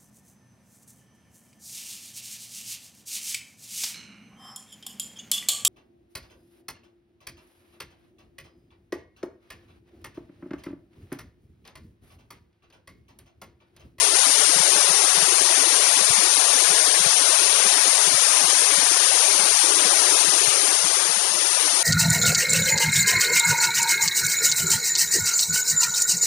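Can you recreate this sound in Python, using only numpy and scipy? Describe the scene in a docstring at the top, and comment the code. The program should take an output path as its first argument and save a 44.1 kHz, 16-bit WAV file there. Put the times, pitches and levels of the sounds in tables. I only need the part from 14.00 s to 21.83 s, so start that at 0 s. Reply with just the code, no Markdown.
"""Close waterfall in a forest

Water pours down a steep rock face in one unbroken, bright, gurgling rush that eases near the end.
Heavy strands churn the pool and drag air under, which rings as bubbles. Spray hisses on the ledges,
and drops land as tiny slaps. The bass is thin: short low blips over a faint rumble.
Almost all of the sound is on the left."""
import sys
import numpy as np
from scipy import signal
from scipy.fft import rfft, irfft, next_fast_len
from scipy.io import wavfile
from scipy.ndimage import uniform_filter1d, minimum_filter1d, map_coordinates

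SR = 44100
rng = np.random.default_rng(int(sys.argv[2]) if len(sys.argv) > 2 else 0)


def wrap_up_sound(samples):
    """Save the sound to the file named by the first command line argument, as 16-bit audio."""
    columns = np.atleast_2d(samples).T
    # keep every value between -1 and 1, then stretch to whole-number steps
    tamed = np.clip(columns, -1, 1)
    steps = np.round(tamed * 32767).astype(np.int16)
    wavfile.write(sys.argv[1], SR, steps)


N = 345303

# How the loudness of the falling water changes: time_s, level_db
FLOW_LEVELS = [(0.0, -17.5), (0.11, -21.5), (0.17, -18), (1.0, -19.5), (6.21, -19.5), (7.28, -23.5),
               (7.83, -21.5)]
# Tone of the strands plunging into the pool: frequency_hz, level_db
PLUNGE_TONE = [(200, -6.5), (380, -0.5), (500, -2.5), (620, -0.5), (1000, -0.36), (1500, -2.5),
               (2100, -1.54), (2700, -1), (3600, -1), (5000, -3), (7000, -12), (11000, -18)]
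# An even tone that leaves the bubbles as they are: frequency_hz, level_db
FLAT_TONE = [(300, 0), (3000, 0)]
# Tone of the spray bursting on the ledges: frequency_hz, level_db
SPRAY_TONE = [(300, -27), (1500, -12.5), (3000, -17), (4200, -9.5), (5200, -6.5), (6050, -2.5), (6800, -5),
              (7400, -6.5), (8600, -1), (9400, -0.5), (10300, -2), (11000, -3.5)]
# Tone of the faint rumble: frequency_hz, level_db
RUMBLE_TONE = [(20, 1), (45, -7), (90, -22), (200, -1), (600, -41.5)]
# How alike the left and right sides are: frequency_hz, likeness_0_to_1
SIDE_LIKENESS = [(300, 1), (1000, 0.2), (2500, 0.35), (6000, 0), (10000, 0.3)]
# Strength of the low part of the rush against the rest: time_s, gain_db
BODY_LEVELS = [(1.4, 1), (2.1, 0), (5.1, -1.9), (5.8, 2.5), (7.8, -1)]
# Short, soft, low blips under the rush: middle_s, peak_db, pitch_hz
LOW_BLIPS = [(0.565, -28.5, 173), (0.606, -26.5, 170), (0.762, -34, 209), (0.906, -31, 172),
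             (1.181, -30, 173), (1.23, -29, 172), (2.016, -33, 210), (2.107, -23.5, 133), (2.188, -30, 212),
             (2.708, -32, 172), (3.008, -31, 173), (3.066, -25, 155), (3.663, -30, 213), (4.08, -32, 171),
             (4.146, -32, 134), (4.446, -33, 171), (4.784, -32, 172), (5.401, -34, 209), (5.437, -35, 207),
             (5.857, -29, 211), (6.286, -31, 173), (6.482, -30, 135), (6.849, -32, 173), (7.097, -37, 174),
             (7.175, -36, 211), (7.318, -40, 208), (7.356, -39.5, 206)]

TOP_HZ = 11110  # the treble ends here
BLIP_S, HARD_BLIP_DB = 0.036, -22.5  # length of a soft blip; the level at which a blip is half as long


def amp(db):
    """Turn decibels into a number to multiply by."""
    return 10 ** (np.asarray(db) / 20)


def unit(x):
    """Scale a signal to an average (rms) level of 1."""
    return x / np.sqrt(np.mean(x ** 2) + 1e-20)


def along(points, hz):
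    """Read between the rows of a frequency table, on a log scale like musical pitch."""
    row_hz, values = np.transpose(points)
    return np.interp(np.log(hz + 1), np.log(row_hz + 1), values)


def wobble(rate):
    """A smooth curve through `rate` random values a second."""
    return map_coordinates(rng.standard_normal(int(N * rate / SR) + 4), [np.arange(N) * rate / SR])


def filtered(x, response):
    """Turn each frequency up or down by the gain response(hz)."""
    size = next_fast_len(N + SR // 2)
    return irfft(rfft(x, size) * response(np.fft.rfftfreq(size, 1 / SR)), size)[..., :N]


def stereo(pair, tone):
    """Give two unrelated signals a tone, then blend some of the left one into the right."""
    left, other = filtered(pair, lambda hz: amp(along(tone, hz)))
    alike = lambda hz: np.clip(along(SIDE_LIKENESS, hz), 0, 1)
    right = filtered(left, alike) + filtered(other, lambda hz: np.sqrt(1 - alike(hz) ** 2))
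    return unit(np.array([left, right]))


def patchy_noise(patchy_db):
    """Two noises whose frequency bands swell and fade on their own, as clumps of water land."""
    bands = signal.stft(rng.standard_normal((2, N)), nperseg=512)[2]
    patches = uniform_filter1d(rng.standard_normal(bands.shape[1:]), size=5, axis=0)  # smooth over pitch
    patches = uniform_filter1d(patches, size=11, axis=1)  # and over time
    return signal.istft(bands * amp(patchy_db * unit(patches)), nperseg=512)[1][:, :N]


def pings(count, pitch_hz, octaves, cycles, scatter_db, rise, samples):
    """Tiny fading tones at random times, pitches and strengths; `rise` bends their pitch upward."""
    when, chance = rng.random((count, 2)).T[..., None]
    hz = np.clip(pitch_hz * 2 ** (octaves * rng.standard_normal((count, 1))), SR / samples, TOP_HZ)
    turns = hz * np.arange(samples) / SR
    age = turns / cycles
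    ring = np.sin(2 * np.pi * turns * (1 + rise * np.minimum(age, 1))) * np.exp(-np.pi * age)
    ring *= amp(-scatter_db * np.log(np.maximum(chance, 0.005)))  # a few stand out
    where = (when * N).astype(int) + np.arange(samples)
    return np.bincount(where.ravel(), ring.ravel(), N + samples)[:N]


def pool():
    """Heavy strands churn the pool; the air they drag under rings as countless bubbles."""
    churn = stereo(patchy_noise(patchy_db=0.47), PLUNGE_TONE)
    bubbles = [pings(count=3500, pitch_hz=1105.5, octaves=0.9, cycles=25,
                     scatter_db=1, rise=0.045, samples=1200) for _ in range(2)]
    return amp(-8) * churn + amp(-21) * stereo(bubbles, FLAT_TONE)


def ledges():
    """Fine spray hisses on the rock; nearer drops land as separate tiny slaps."""
    hiss = stereo(patchy_noise(patchy_db=0.6), SPRAY_TONE) * amp(0.065 * wobble(21))
    drops = [pings(count=20000, pitch_hz=6400, octaves=0.57, cycles=1.55,
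                   scatter_db=1.5, rise=0, samples=96) for _ in range(2)]
    return amp(0.5) * hiss + amp(-8.5) * stereo(drops, SPRAY_TONE)


def waver_body(water, body_hz=450, sway_db=0.5, dip_db=3):
    """The low part of the rush sways gently in level and dips briefly at random moments."""
    body = filtered(water, lambda hz: 1 / (1 + (hz / body_hz) ** 8))
    body_db = np.interp(np.arange(N) / SR, *np.transpose(BODY_LEVELS))
    body_db += sway_db * wobble(3.95)
    body_db -= dip_db * np.maximum(wobble(18), 0) ** 2
    return water - body + body * amp(body_db)


def gurgle(water, faint_db, samples=1280):
    """Faint patches of pitch and time drop away, leaving hollows; weaker bands gurgle more."""
    overlap = samples - samples // 4
    bands = signal.stft(water, nperseg=samples, noverlap=overlap)[2]
    slice_db = np.interp(np.linspace(0, N, bands.shape[-1]), np.arange(N), faint_db)
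    faint = np.sqrt(np.mean(np.abs(bands) ** 2)) * amp(slice_db)
    keep = 1 / (1 + (faint / (np.abs(bands) + 1e-9)) ** 8)
    return signal.istft(bands * keep, nperseg=samples, noverlap=overlap)[1][:, :N]


def rumble():
    """A very faint, deep noise wavers under the rush."""
    noise = stereo(rng.standard_normal((2, N)), RUMBLE_TONE)
    return amp(-75 + 4.6 * wobble(7.3)) * noise


def burbles(count, pitch_hz=291, octaves=0.1, against_flow_db=-11):
    """List higher blips at random times, louder in fuller flow: middle_s, peak_db, pitch_hz."""
    when, pitch = rng.random((count, 2)).T
    middle_s = BLIP_S + when * (N / SR - 2 * BLIP_S)
    peak_db = np.interp(middle_s, *np.transpose(FLOW_LEVELS)) + against_flow_db
    return list(zip(middle_s, peak_db, pitch_hz * 2 ** (octaves * (2 * pitch - 1))))


def blips():
    """Each blip swells and fades within a few slow vibrations; louder ones are shorter, more like a thud."""
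    out = np.zeros(N)
    for middle_s, peak_db, pitch_hz in [*LOW_BLIPS, *burbles(count=30)]:
        length_s = BLIP_S / (1 + amp(peak_db - HARD_BLIP_DB) ** 2)
        t = np.arange(-length_s / 2, length_s / 2, 1 / SR)
        swell = np.cos(np.pi * t / length_s) ** 2
        tone = np.sin(2 * np.pi * (pitch_hz * t + rng.random()))
        start = round((middle_s - length_s / 2) * SR)
        out[start:start + len(t)] += amp(peak_db) * swell * tone
    return out


def scene():
    """Pool and ledges swell together and gurgle more in fuller flow, over the rumble and blips."""
    flow_db = np.interp(np.arange(N) / SR, *np.transpose(FLOW_LEVELS))
    bass_cut_hz = 290
    water = filtered(pool() + ledges(), lambda hz: 1 / np.sqrt(1 + (bass_cut_hz / (hz + 1)) ** 12))
    water = waver_body(water)
    faint_db = -4 + 0.14 * (flow_db - np.median(flow_db))
    rush = amp(flow_db + 8.5) * gurgle(water, faint_db)
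    return rush + rumble() + blips()


def record(dry):
    """Cut a narrow gap in the treble, hold down peaks, turn the right side far down, trim the top."""
    gap_hz, half_width_hz = 7860, 185
    heard = filtered(dry, lambda hz: 1 / (1 + (half_width_hz / (np.abs(hz - gap_hz) + 1)) ** 3))
    safe_gain = np.minimum(1, 0.93 / (np.abs(heard[0]) + 1e-9))
    smooth_gain = uniform_filter1d(minimum_filter1d(safe_gain, size=129), size=129)
    heard = heard * smooth_gain * amp([[0], [-29.4]])  # left, right
    return filtered(heard, lambda hz: np.clip((TOP_HZ - hz) / 200 + 0.5, 0, 1))


dry = scene()
out = record(dry)
wrap_up_sound(out)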